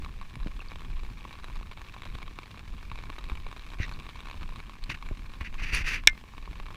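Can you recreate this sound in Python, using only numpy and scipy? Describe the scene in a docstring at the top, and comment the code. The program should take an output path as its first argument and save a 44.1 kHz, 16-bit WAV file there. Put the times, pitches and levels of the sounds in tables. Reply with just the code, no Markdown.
"""Beneath a fabric umbrella in a wet street: fat drops tick on the taut canopy amid a fine patter.
Each drop is a push, a splash and a flutter coloured by the cloth; puddle drips ring as bubbles.
Fingers rub, squeak and bump on a camera's plastic housing by stick-slip and damped swings; decaying
modes and a burst of noise make one loud, overloading snap with small rattles.
Behind lie wind rumble and street hiss, both shaped noise, and a faint whine of two sine tones."""
import sys
import numpy as np
from scipy import signal
from scipy.fft import rfft, irfft, next_fast_len
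from scipy.io import wavfile
from scipy.ndimage import uniform_filter1d, map_coordinates

SR = 44100
rng = np.random.default_rng(int(sys.argv[2]) if len(sys.argv) > 2 else 0)


def materialize(psi):
    """Save the field psi as 16-bit PCM at rate SR to the path in sys.argv[1].

    A 1-D psi becomes a single channel; in a 2-D psi each row is a channel.
    """
    bounded = np.clip(np.atleast_2d(psi).T, -1, 1)
    quanta = np.round(bounded * 32767).astype(np.int16)
    wavfile.write(sys.argv[1], SR, quanta)


N = 298116
TOP_HZ = 15600  # upper band limit of the input


def amp(db):
    """Logarithmic level: decibels to linear gain."""
    return 10 ** (np.asarray(db) / 20)


def unit(x):
    """Power normalisation: scale to rms 1."""
    return x / np.sqrt(np.mean(x ** 2) + 1e-20)


def along(points, hz):
    """Spectral envelope: (Hz, value) points interpolated on a log-frequency axis."""
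    f, v = np.transpose(points)
    return np.interp(np.log(hz + 1), np.log(f), v)


def curve(rows):
    """Temporal envelope: (s, value) rows interpolated at every sample."""
    return np.interp(np.arange(N) / SR, *np.transpose(rows))


def wobble(rate):
    """Random modulation: a smooth curve through rate random knots a second."""
    knots = rng.standard_normal(int(N * rate / SR) + 4)
    return map_coordinates(knots, [np.arange(N) * rate / SR])


def filtered(x, response):
    """Linear filtering: the spectrum of x times a response of frequency."""
    m = next_fast_len(N + SR // 2)
    return irfft(rfft(x, m) * response(np.fft.rfftfreq(m, 1 / SR)), m)[:N]


def noise(spectrum):
    """Coloured noise: white noise through a spectral envelope, scaled to rms 1."""
    return unit(filtered(rng.standard_normal(N), lambda hz: amp(along(spectrum, hz))))


def high(hz, edge_hz):
    """High-pass filtering: a smooth gain that reaches one half at the edge."""
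    return hz ** 4 / (hz ** 4 + edge_hz ** 4)


def causal(db):
    """Minimum phase: causal responses for rows of dB gains, by folding the cepstrum."""
    cepstrum = irfft(np.log(amp(db)))
    half = cepstrum.shape[1] // 2
    cepstrum[:, 1:half] *= 2
    cepstrum[:, half + 1:] = 0
    return np.exp(rfft(cepstrum))


def placed(times, sounds):
    """Superposition: sum rows of short sounds, each at its own time."""
    starts = np.round(np.abs(times) * SR).astype(int)
    index = starts[:, None] + np.arange(sounds.shape[1])
    return np.bincount(index.ravel(), sounds.ravel(), N)[:N]


# response of the stretched cloth to a drop: pitch_hz [Hz], gain_db [dB]
CLOTH_RESPONSE = [(80, -24.5), (300, -8), (700, -11.5), (950, -4), (1100, 1.5), (1330, -7.5), (1750, -8.5),
                  (2020, -12.5), (2280, -3.5), (2650, -8.5), (3000, -14.5), (3900, -12), (4900, -25),
                  (14000, -43)]


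def ticks(times, db, bright_db, spot_db, flutter_db, flutter_t60, size=1024):
    """Impact excitation of a membrane: push, splash and flutter, coloured by the spot that is hit."""
    t, hz = np.arange(size) / SR, np.fft.rfftfreq(size, 1 / SR)

    def grain():
        return rng.standard_normal((len(times), size))

    # the push carries the low notes; the treble comes from the drop bursting just after
    burst = t * np.exp(-t / 0.00073)
    splash = amp(1.5) * rfft(burst / np.linalg.norm(burst) * grain())
    flutter = rfft(amp(flutter_db - 60 * t / flutter_t60) * grain())
    treble = high(hz, edge_hz=4300)
    force = np.sqrt(1 - treble) + np.sqrt(treble) * splash + flutter

    # each spot adds its own random ripple over frequency
    octaves = np.log2(np.clip(hz, 800, 3300) / 1500)
    ripple = uniform_filter1d(rng.standard_normal(force.shape), size=12)
    spot = unit(uniform_filter1d(ripple, size=8))
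    cloth = causal(along(CLOTH_RESPONSE, hz) + bright_db[:, None] * octaves + spot_db * spot)

    # dispersion: treble runs through the cloth faster than the low notes
    lag_s = 0.00065 * np.exp(-hz / 2500)
    dispersion = np.exp(-2j * np.pi * np.cumsum(lag_s) * hz[1])
    sounds = irfft(force * cloth * dispersion)
    strength = np.sqrt(np.mean(sounds[:, :SR // 250] ** 2, axis=1))  # rms of the first 4 ms
    return placed(times, sounds * (amp(db) / strength)[:, None])


# fat drops: start_s [s], level_db [dB rms over 4 ms, before the common trim],
# bright_db [dB per octave between 800 and 3300 Hz, added to the cloth's response]
FAT_DROPS = [(0.047, -39, 3.5), (0.0611, -39.5, -1.5), (0.2134, -39, 1), (0.3555, -40.5, 2),
             (0.4711, -37.5, -2), (0.758, -40.5, 0), (1.0338, -44, 1), (1.2514, -37.5, -1.5),
             (1.309, -45, -1), (1.328, -43.5, 7.5), (1.4431, -38, -1), (1.5611, -42.5, -2),
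             (1.721, -47, -8), (1.8164, -41.5, 2.5), (1.9642, -41, -7), (2.0204, -39, 1), (2.0533, -43, 5),
             (2.153, -39, -4), (2.2285, -38.5, 1), (2.2798, -41, -1), (2.3881, -34, -4.5), (2.432, -45, 0),
             (2.513, -47, 10), (2.5934, -43, 3.5), (2.9155, -35, -2), (2.957, -41, 3), (2.988, -39.5, -1.5),
             (3.0375, -40, 0.5), (3.1007, -42, 0.5), (3.183, -39.5, -3), (3.298, -35.5, -1.5),
             (3.318, -39, -4), (3.4656, -38.5, -6.5), (3.5139, -41.5, 1), (3.5274, -39.5, -2.5),
             (3.7354, -41.5, -3), (3.8933, -41.5, 2), (3.9141, -39.5, -1), (4.0966, -44.5, 5),
             (4.2574, -44.5, 2), (4.2711, -41, -2), (4.299, -40.5, 1), (4.4306, -40, 3.5),
             (4.5585, -45, -1), (4.602, -40.5, -0.5), (4.839, -38, 11), (4.9, -34, 2.5), (5.0254, -37, 1.5),
             (5.088, -41, 3), (5.4095, -34.5, 2.5), (5.5423, -41.5, 3), (6.037, -42.5, 1.5),
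             (6.1772, -45, 0), (6.239, -45, -2), (6.337, -45, -7), (6.3804, -40, -2), (6.476, -40.5, -8),
             (6.5998, -38, -1), (6.705, -43, -7)]


def near_drops():
    """Discrete impacts: fat drops strike the cloth right over the microphone."""
    start_s, level_db, bright_db = np.transpose(FAT_DROPS)
    trim = amp(-0.85)
    return trim * ticks(start_s, level_db, bright_db, spot_db=3.0, flutter_db=-31.0, flutter_t60=0.041)


# swell and ease of the patter: start_s [s], weight_db [dB added to the drops' levels]
SHOWER_WEIGHT = [(0.0, -2), (0.28, -3), (0.65, 1), (1.12, -2), (1.45, 2), (1.8, 0), (2.08, 2.5),
                 (2.38, -2.5), (2.65, -1), (2.85, -3.5), (3.14, 3), (3.55, 0), (4.03, 2.5), (4.62, 0.5),
                 (4.75, -2), (5.3, -1.5), (6.3, -7), (6.6, 1)]


def patter(count, level_db, spread_db, bright_db, scatter_s):
    """Random impact train: drops land at uneven gaps, heavier when the shower swells."""
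    slip, weight, tilt = rng.random(count), rng.random(count), rng.standard_normal(count)
    even_s = np.arange(count) / count * N / SR
    when = (even_s + scatter_s * slip) % (N / SR)
    shower_db = np.interp(when, *np.transpose(SHOWER_WEIGHT))
    db = level_db + shower_db - spread_db * np.sqrt(weight)
    return ticks(when, db, bright_db + 1.6 * tilt, spot_db=3.0, flutter_db=-23.5, flutter_t60=0.028)


def canopy():
    """Superposed impact trains: middling drops tick among a fine patter of small ones."""
    middling = patter(count=190, level_db=-42, spread_db=7.0, bright_db=0.0, scatter_s=0.09)
    small = patter(count=820, level_db=-49, spread_db=7, bright_db=1.5, scatter_s=0.06)
    return middling + small


# drips into puddles: start_s [s], level_db [dB before the bubble's swell], pitch_hz [Hz at the start]
PUDDLE_DRIPS = [(0.604, -27, 2640), (0.685, -33, 4500), (1.954, -46, 2700), (3.938, -33, 4300),
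                (4.838, -31, 2700)]


def drips():
    """Bubble resonance: trapped air rings for a dozen cycles, rising a little in pitch."""
    start_s, level_db, pitch_hz = np.transpose(PUDDLE_DRIPS)
    t = np.arange(SR // 30) / SR
    cycles = pitch_hz[:, None] * (t + 3 * t ** 2)
    swell = cycles / 7.3 * np.exp(1 - cycles / 3.0)
    return placed(start_s, amp(level_db)[:, None] * swell * np.sin(2 * np.pi * cycles))


# the snap and its rattles: start_s [s], level_db [dB, relative], hardness [0-1]
SNAP_CONTACTS = [(6.0733, 2, 0.98), (6.0842, -21.5, .7), (6.0888, -29.5, 0.6), (6.096, -31.5, 0.74)]
# modes of the housing: pitch_hz [Hz], level_db [dB, relative], t60_s [s at hardness 1]
HOUSING_MODES = [(1494, -27, 0.07), (1635, -22.5, 0.043), (1760, -21.5, 0.068), (2110, -22.5, 0.13),
                 (2240, -5, 0.03), (2387, -10, 0.029), (2520, -7.5, 0.015), (2920, -7, 0.016),
                 (3160, -15, 0.017), (3400, -6.5, 0.015), (3783, -4.5, 0.0098), (5240, -8, 0.0074),
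                 (5595, -4, 0.0086), (8050, -15, 0.0073)]
# colour of the struck or rubbed housing: pitch_hz [Hz], gain_db [dB]
HOUSING_COLOUR = [(200, -16.5), (700, -22), (1350, -8), (1850, 0.5), (2700, 3.5), (3150, -10),
                  (4200, -12.5), (4700, -6.5), (5150, -14.5), (5700, -9.5), (6500, -15), (7700, -24),
                  (9300, -24), (15000, -33)]


def clicks():
    """Modal ringing: the housing snaps and rattles; softer contacts crack less and ring shorter."""
    start_s, level_db, hard = np.transpose(SNAP_CONTACTS)
    t = np.arange(SR // 6) / SR
    hard = np.clip(hard, 0.05, 1)[:, None]
    age = t / hard
    modes = np.zeros(age.shape)
    for k, (pitch_hz, mode_db, t60_s) in enumerate(HOUSING_MODES):
        sign = (-1) ** k  # neighbouring modes start in opposite directions
        modes += sign * amp(mode_db - 60 * age / t60_s) * np.sin(2 * np.pi * pitch_hz * t)
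    # one sharp blow, then a few milliseconds of chatter
    blow = amp(20.5) * (t == 0)
    chatter = amp(9.5 - 60 * age / 0.008) * rng.standard_normal(age.shape)
    crack = hard ** 4 * (blow + chatter)
    hz = np.fft.rfftfreq(1024, 1 / SR)
    plastic_db = along(HOUSING_COLOUR, hz)[None] - 3 * high(hz, edge_hz=17000)
    plastic = irfft(causal(plastic_db))[0]
    size = amp(level_db)[:, None]
    ringing = placed(start_s, size * modes)
    return ringing + signal.fftconvolve(placed(start_s, size * crack), plastic)[:N]


# soft bumps of the hand: start_s [s], level_db [dB before the swing and knock gains], pitch_hz [Hz]
HAND_BUMPS = [(0.368, -32.5, 119), (0.462, -25, 166), (2.915, -36.5, 110), (3.319, -24.5, 48),
              (3.801, -20, 82), (4.893, -32, 126), (5.111, -27.5, 228), (5.116, -23, 43), (5.413, -27, 66),
              (5.622, -27.5, 53.3), (5.731, -21, 45), (5.809, -23, 50.4)]


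def bumps():
    """Heavily damped oscillation: a bump gives one or two swings and a short hollow knock."""
    start_s, level_db, pitch_hz = np.transpose(HAND_BUMPS)
    t = np.arange(SR // 8) / SR
    cycles = pitch_hz[:, None] * t
    swing = -np.sin(2 * np.pi * cycles) * amp(3.0 - 13.7 * cycles)
    # quicker bumps knock harder
    hollow = np.sin(2 * np.pi * 340 * t) + 0.34 * np.sin(2 * np.pi * 600 * t)
    knock = pitch_hz[:, None] / 170 * amp(-2 - 60 * t / 0.011) * hollow
    return placed(start_s, amp(level_db)[:, None] * (swing + knock))


# strokes of a finger on the housing: start_s [s], length_s [s], level_db [dB, peak of the pressure]
FINGER_STROKES = [(3.792, .07, -38), (4.892, 0.045, -32.5), (4.942, 0.016, -38.5), (5.407, 0.022, -39.5),
                  (5.439, 0.052, -40), (5.579, 0.062, -40.5), (5.618, 0.048, -34), (5.653, 0.086, -36),
                  (5.72, 0.091, -27), (5.774, 0.066, -33), (5.837, 0.062, -35), (5.86, 0.077, -29.5),
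                  (5.915, 0.079, -31.5), (5.969, 0.05, -42)]
STROKE_SKEW, STROKE_TAPER = 0.66, 0.99  # skew under 1 swells faster than it fades; taper sets how steep both ends are (near 1 it leaves the sine arch almost unchanged)


def pressure():
    """Contact force envelope: each stroke is one leaning arch; overlapping arches add as power."""
    t, power = np.arange(N) / SR, np.zeros(N)
    for start_s, length_s, level_db in FINGER_STROKES:
        progress = np.clip((t - start_s) / length_s, 0, 1)
        arch = np.abs(np.sin(np.pi * progress ** STROKE_SKEW)) ** STROKE_TAPER
        power += (amp(level_db) * arch) ** 2
    return np.sqrt(power)


def rubbing():
    """Stick-slip friction: skin scrapes plastic; a harder stroke is louder, brighter and shakes the body."""
    press = pressure()
    slips = unit(rng.standard_normal(N) * amp(1.3 * wobble(700) + 1.6 * wobble(110)))
    scrape = unit(filtered(slips, lambda hz: amp(along(HOUSING_COLOUR, hz))))
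    edge = filtered(scrape, lambda hz: high(hz, edge_hz=3450))
    force = np.clip((press / amp(-26.5)) ** 0.87, 0, 2)  # treble gain, 1 at a pressure of -26.5 dB
    shake = amp(-18) * noise([(60, -22), (130, 3.5), (280, -2.5), (600, -17.5), (1500, -40)])
    return press * (scrape + (force - 1) * edge + shake)


# skin squeaks: start_s [s, centre of the squeak], half_s [s, from the centre to 1/e],
# level_db [dB of the fundamental before its flicker], pitch_hz [Hz, mean]
SKIN_SQUEAKS = [(3.832, 0.018, -37, 1974), (5.7495, 0.0006, -25.5, 9400)]


def squeaks():
    """Periodic stick-slip: skin on plastic sounds a few harmonics of a rough, unsteady pitch."""
    t, waver, out = np.arange(N) / SR, wobble(1100), np.zeros(N)
    for start_s, half_s, level_db, pitch_hz in SKIN_SQUEAKS:
        phase = 2 * np.pi * np.cumsum(pitch_hz * (1 + 0.06 * waver)) / SR
        tone = sum(np.sin(k * phase) / k ** 1.7 for k in range(1, 4) if k * pitch_hz < TOP_HZ)
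        swell = np.exp(-((t - start_s) / half_s) ** 2)
        out += amp(level_db + 3.5 * wobble(300)) * swell * tone
    return out


# gusts at the microphone: start_s [s], level_db [dB, before the eddies' offsets and swings]
GUSTS = [(0.0, -29), (0.11, -44.5), (0.27, -38), (0.31, -47.5), (0.42, -35.5), (0.76, -42), (0.97, -30.5),
         (1.12, -43), (1.49, -45), (1.54, -35.5), (1.87, -46), (2.13, -37.5), (2.51, -51.5), (2.65, -46),
         (2.68, -37.5), (3.15, -43), (3.47, -33.5), (3.55, -50), (3.92, -35.5), (4.15, -46.5), (4.51, -36),
         (4.57, -45), (5.16, -35.5), (5.26, -42.5), (5.82, -32), (5.92, -40), (6.08, -35.5), (6.28, -53),
         (6.31, -45), (6.75, -40.5)]
# colour of the wind rumble: pitch_hz [Hz], level_db [dB per Hz, relative]
WIND_COLOUR = [(8, -7), (20, 1.5), (30, 2.5), (55, -7), (100, -16), (200, -22.5), (330, -30.5), (550, -45),
               (1500, -66.5)]
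# big eddies: level over the gusts (dB), swing (dB), lumps per second
BIG_DB, BIG_SWING_DB, BIG_PER_S = 1.5, 1.5, 12
# small eddies: level (dB), growth (dB per dB of gust), swing (dB), lumps per second
SMALL_DB, SMALL_GROWS, SMALL_SWING_DB, SMALL_PER_S = -39, 0.38, 2.5, 35


def wind():
    """Turbulence noise: eddies buffet the microphone in lumps; the small, higher ones vary faster."""
    air = noise(WIND_COLOUR)
    small = filtered(air, lambda hz: high(hz, edge_hz=56))
    big = air - small
    gust_db = curve(GUSTS)
    big_db = gust_db + BIG_DB + BIG_SWING_DB * wobble(BIG_PER_S)
    growth_db = SMALL_GROWS * (gust_db - gust_db.mean())
    small_db = SMALL_DB + growth_db + SMALL_SWING_DB * wobble(SMALL_PER_S)
    return amp(big_db) * big + amp(small_db) * small


# colour of rain on the street and trees: pitch_hz [Hz], level_db [dB per Hz, relative]
STREET_COLOUR = [(150, -1), (300, -5.5), (600, -12.5), (1080, -3.5), (1400, -13.5), (1750, -4.5),
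                 (2020, -10.5), (2300, -4), (3020, -10), (3860, -12), (4930, -15), (8000, -22.5),
                 (15000, -29)]


def street():
    """Incoherent summation: countless far drops merge into a gently shifting hiss."""
    level_db = -59.0 + 0.27 * wobble(1.7) + 1.2 * wobble(25)
    return amp(level_db) * noise(STREET_COLOUR)


# faint whine of the electronics: pitch_hz [Hz], level_db [dB rms]
WHINE_TONES = [(7348, -88), (14696, -87)]


def whine():
    """Pure tones: the electronics sound as steady sines, root two turning rms into peak."""
    t = np.arange(N) / SR
    return sum(amp(db) * np.sqrt(2) * np.sin(2 * np.pi * hz * t) for hz, db in WHINE_TONES)


def scene():
    """Linear superposition: umbrella, hand, wind, street and whine add at one microphone."""
    rain = near_drops() + canopy() + drips() + street()
    hand = clicks() + bumps() + rubbing() + squeaks()
    return (rain + hand + wind() + whine())[None]


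def record(dry):
    """Overload and band limiting: the input clips at full scale, then loses all above its limit."""
    clipped = np.clip(dry[0], -1, 1)
    return filtered(clipped, lambda hz: 1 / (1 + (hz / TOP_HZ) ** 120))[None]


dry = scene()
out = record(dry)
materialize(out)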